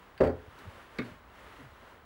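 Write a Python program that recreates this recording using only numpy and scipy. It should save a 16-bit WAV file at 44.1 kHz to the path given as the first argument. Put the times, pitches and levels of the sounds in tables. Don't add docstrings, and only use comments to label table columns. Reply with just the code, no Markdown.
import sys
import numpy as np
from scipy import signal
from scipy.fft import rfft, irfft
from scipy.io import wavfile
from scipy.ndimage import uniform_filter1d

SR = 44100
rng = np.random.default_rng(int(sys.argv[2]) if len(sys.argv) > 2 else 0)


def wav_out(sig):
    wavfile.write(sys.argv[1], SR, np.round(np.clip(np.atleast_2d(sig).T, -1, 1) * 32767).astype(np.int16))


N = 90404
T = np.arange(N) / SR



def chatter():
    # t/s, relative level/dB
    slaps = [(0.2033, -5.5), (0.2082, 5), (0.2142, 2), (.2161, 2), (0.2316, 1.5), (0.2381, -5),
             (0.2521, -5), (0.2535, -8.5), (0.2653, -4), (0.2769, -6), (.2928, -5.5), (0.3002, -11.5),
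             (0.314, -19), (0.3237, -16.5), (0.3349, -23), (0.3515, -23), (0.3659, -61), (0.3788, -54)]
    # f/Hz, relative level/dB, t60/s
    handle_modes = [(85, -13.5, 0.15), (125.4, -20, 0.29), (168.4, -21.5, 0.076), (228, -5.5, 0.052),
                    (258, -11.5, 0.11), (410, -11.5, 0.084), (442.3, 0, 0.06), (517.4, -2, 0.053),
                    (567, -11.5, 0.04), (776, -15.5, 0.091), (1037, -22.5, 0.066), (1347, -20.5, 0.042),
                    (1950, -28, 0.053)]
    # f/Hz, relative level/dB
    slap_colour = [(60, -13), (200, -8.5), (330, -3), (420, 2), (575, 7), (650, -5.5), (900, -9),
                   (1400, -8.5), (2100, -20), (3100, -43), (6000, -39.5), (15000, -74)]
    ring_db, rasp_db, rasp_t60_s = -17.5, -31, 0.09

    out = np.zeros(N)
    body = ring(handle_modes, rise_s=0.0009)
    for start_s, db in slaps:
        add(out, start_s, amp(db + ring_db) * body)
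        add(out, start_s, amp(db + rasp_db) * burst(slap_colour, rasp_t60_s))
    return out


def splinters():
    # t/s, level/dB, t60/s
    cracks = [(0.1772, -44, 0.036), (0.2053, -40.5, 0.11), (0.215, -57, .06), (0.2369, -39.5, .08),
              (0.2486, -42, .05), (0.263, -47, .04), (0.2718, -43, .05), (0.294, -52, .04)]
    # f/Hz, relative level/dB
    crack_colour = [(200, -28), (900, -7), (1800, 8.5), (3000, -3.5), (4600, -15.5), (5600, -22),
                    (8000, -19), (15000, -29.5)]
    # f/Hz, relative level/dB
    shaft_colour = [(3600, -50), (4300, -14), (4570, 0), (4850, -14), (5500, -50)]
    # f/Hz, relative level/dB
    crumb_colour = [(300, -17), (1200, -4), (4000, -3), (6000, -16), (9000, -11), (15000, -18)]
    shaft_db, shaft_t60_s = -16, 0.11
    crumb_s, crumb_db, crumb_t60_s = 0.5875, -53.5, 0.043

    out = np.zeros(N)
    for start_s, db, t60_s in cracks:
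        add(out, start_s, amp(db) * burst(crack_colour, t60_s))
        add(out, start_s, amp(db + shaft_db) * burst(shaft_colour, shaft_t60_s))
    add(out, crumb_s, amp(crumb_db) * burst(crumb_colour, crumb_t60_s))
    return out


def knocks():
    # t/s, ring level/dB, click level/dB
    contacts = [(0.9855, -33.5, -27.5), (0.9914, -27.5, -33), (0.9989, -38.5, -45), (1.0185, -45, -40),
                (1.0568, -45, -72), (1.0797, -56, -66)]
    # f/Hz, relative level/dB, t60/s
    wedge_modes = [(123.3, -16, 0.42), (196, -34, 0.16), (246, 7, 0.06), (432.3, -3, 0.17),
                   (612.3, -15, 0.37), (1157, -13.5, 0.071), (1467, -14, .08), (1900, -10, 0.041),
                   (2180, -16, 0.1), (2590, -17.5, .07), (3700, -20, 0.1), (3920, -32, 0.093),
                   (4450, -32, 0.1)]
    # f/Hz, relative level/dB
    click_colour = [(100, -5), (300, 9.5), (900, -8), (1200, 0.5), (1500, 6), (2450, -0.5), (3000, -20),
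                    (3800, -11.5), (4600, -19), (5200, -25), (6500, -31), (9000, -44), (15000, -54)]

    out = np.zeros(N)
    body = ring(wedge_modes, rise_s=0.0014)
    for start_s, ring_db, click_db in contacts:
        add(out, start_s, amp(ring_db) * body)
        add(out, start_s, amp(click_db) * burst(click_colour, t60_s=0.046))
    return out


def grazes():
    # t/s, length/s, level/dB
    scrapes = [(0.9855, 0.0094, -46.5), (1.032, 0.077, -66)]
    # f/Hz, relative level/dB
    graze_colour = [(300, -26), (2500, -18), (3300, 1), (4500, 3.5), (5300, -11.5), (6800, -10.5),
                    (9000, -19.5), (12000, -20.5), (15000, -26)]

    out = np.zeros(N)
    for start_s, length_s, db in scrapes:
        t = np.arange(0, length_s, 1 / SR)
        swell = np.sin(np.pi * np.sqrt(t / length_s))
        grit = noise(graze_colour, size=8192)[:len(t)]
        add(out, start_s, amp(db) * swell * grit)
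    return out


def bumps():
    # t/s, length/s, starting f/Hz, level/dB
    soft_bumps = [(.465, 0.03, 87, -49), (0.579, 0.068, 298, -58.5), (.645, 0.061, 100, -45),
                  (.645, 0.047, 200, -53), (0.726, 0.056, 93, -55.5), (1.0, 0.11, 129.7, -53),
                  (1.109, 0.02, 99, -49), (1.585, 0.045, 299, -52.5), (1.612, 0.081, 147.3, -55)]
    # f/Hz, relative level/dB
    scuff_colour = [(30, -44), (90, 9), (220, -9), (500, -23), (1500, -47), (15000, -66)]
    pitch_drop, scuff_share = 0.18, 0.6

    out = np.zeros(N)
    for start_s, length_s, start_hz, db in soft_bumps:
        t = np.arange(0, length_s, 1 / SR)
        pitch_hz = start_hz * (1 - pitch_drop * t / length_s)
        thud = unit(np.sin(2 * np.pi * np.cumsum(pitch_hz) / SR))
        scuff = unit(noise(scuff_colour, size=8192)[:len(t)])
        swell = np.sin(np.pi * t / length_s)
        add(out, start_s, amp(db) * swell * (thud + scuff_share * scuff))
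    return out


def rubbing():
    # t/s, level/dB
    rub_levels = [(0, -58), (.15, -60.5), (.36, -59.5), (.45, -58.5), (.53, -56.5), (.61, -52),
                  (.68, -54.5), (.75, -53), (.83, -53.5), (.89, -57), (.97, -53.5), (1.07, -51),
                  (1.22, -62), (1.31, -59.5), (1.38, -53.5), (1.5, -53), (1.6, -53), (1.69, -58),
                  (1.8, -57.5), (1.89, -55), (1.96, -59), (2.05, -63.5)]
    # f/Hz, relative level/dB
    rub_colour = [(60, -7), (200, -2), (500, 4), (750, -1), (1300, 2.5), (2000, -1.5), (2400, -7),
                  (3000, -7), (5000, -19.5), (7000, -22.5), (12000, -26), (15500, -34)]
    grain_db, grain_s = 0.5, 1 / 340

    grain = unit(uniform_filter1d(rng.standard_normal(N), int(SR * grain_s)))
    rub = unit(noise(rub_colour, N) * amp(grain_db * grain))
    level_db = np.interp(T, *np.transpose(rub_levels))
    return amp(level_db) * rub


def room(x):
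    # f/Hz, t60/s
    echo_t60 = [(80, 0.32), (400, 0.29), (2000, 0.17), (10000, 0.1)]

    hz, t, bands = signal.stft(rng.standard_normal(SR // 2), SR, nperseg=256)
    fade_db = -60 * t / read(echo_t60, hz)[:, None]
    tail = signal.istft(bands * amp(fade_db), SR, nperseg=256)[1]
    tail[:200] = 0
    return signal.fftconvolve(x, tail / np.linalg.norm(tail))[:N]


def air():
    # f/Hz, relative level/dB
    air_colour = [(20, -3), (50, 8), (82, 4.5), (125, -4.5), (250, -5), (500, -11), (1000, -3),
                  (1700, -13.5), (3000, -24.5), (5000, -31.5), (10000, -54), (15500, -42)]
    air_db, whine_db, whine_hz = -57.5, -79, 15665

    whine = unit(np.sin(2 * np.pi * whine_hz * T))
    return amp(air_db) * noise(air_colour, N) + amp(whine_db) * whine


def ring(modes, rise_s):
    t = T[:SR // 2]
    tones = np.zeros(len(t))
    for hz, db, t60_s in modes:
        tones += amp(db - 60 * t / t60_s) * np.sin(2 * np.pi * hz * t)
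    return rise(t, rise_s) * tones


def burst(colour, t60_s):
    hiss = noise(colour, size=8192)
    t = T[:len(hiss)]
    return hiss * rise(t, rise_s=0.00042) * amp(-60 * t / t60_s)


def rise(t, rise_s):
    return 1 - np.exp(-(t / rise_s) ** 2)


def noise(colour, size):
    hz = np.fft.rfftfreq(size, 1 / SR)
    spectrum = rfft(rng.standard_normal(size)) * amp(read(colour, hz))
    return unit(irfft(spectrum, size))


def read(points, hz):
    f, value = np.transpose(points)
    return np.interp(np.log(hz + 1), np.log(f + 1), value)


def unit(x):
    return x / np.sqrt(np.mean(x ** 2) + 1e-20)


def amp(db):
    return 10 ** (np.asarray(db) / 20)


def add(mix, start_s, sound):
    part = mix[max(round(start_s * SR), 0):][:len(sound)]
    part += sound[:len(part)]


def scene():
    room_db = -11
    hits = chatter() + splinters() + knocks() + grazes()
    echo = amp(room_db) * room(hits)
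    return (hits + echo + bumps() + rubbing() + air())[None]


def record(dry):
    low_cut_hz, treble_limit_hz = 38, 15850
    low_cut = signal.butter(2, low_cut_hz, "high", fs=SR, output="sos")
    treble_cut = signal.firwin(1023, treble_limit_hz, window=("kaiser", 9), fs=SR)
    return signal.oaconvolve(signal.sosfilt(low_cut, dry), treble_cut[None], "same")


dry = scene()
out = record(dry)
wav_out(out)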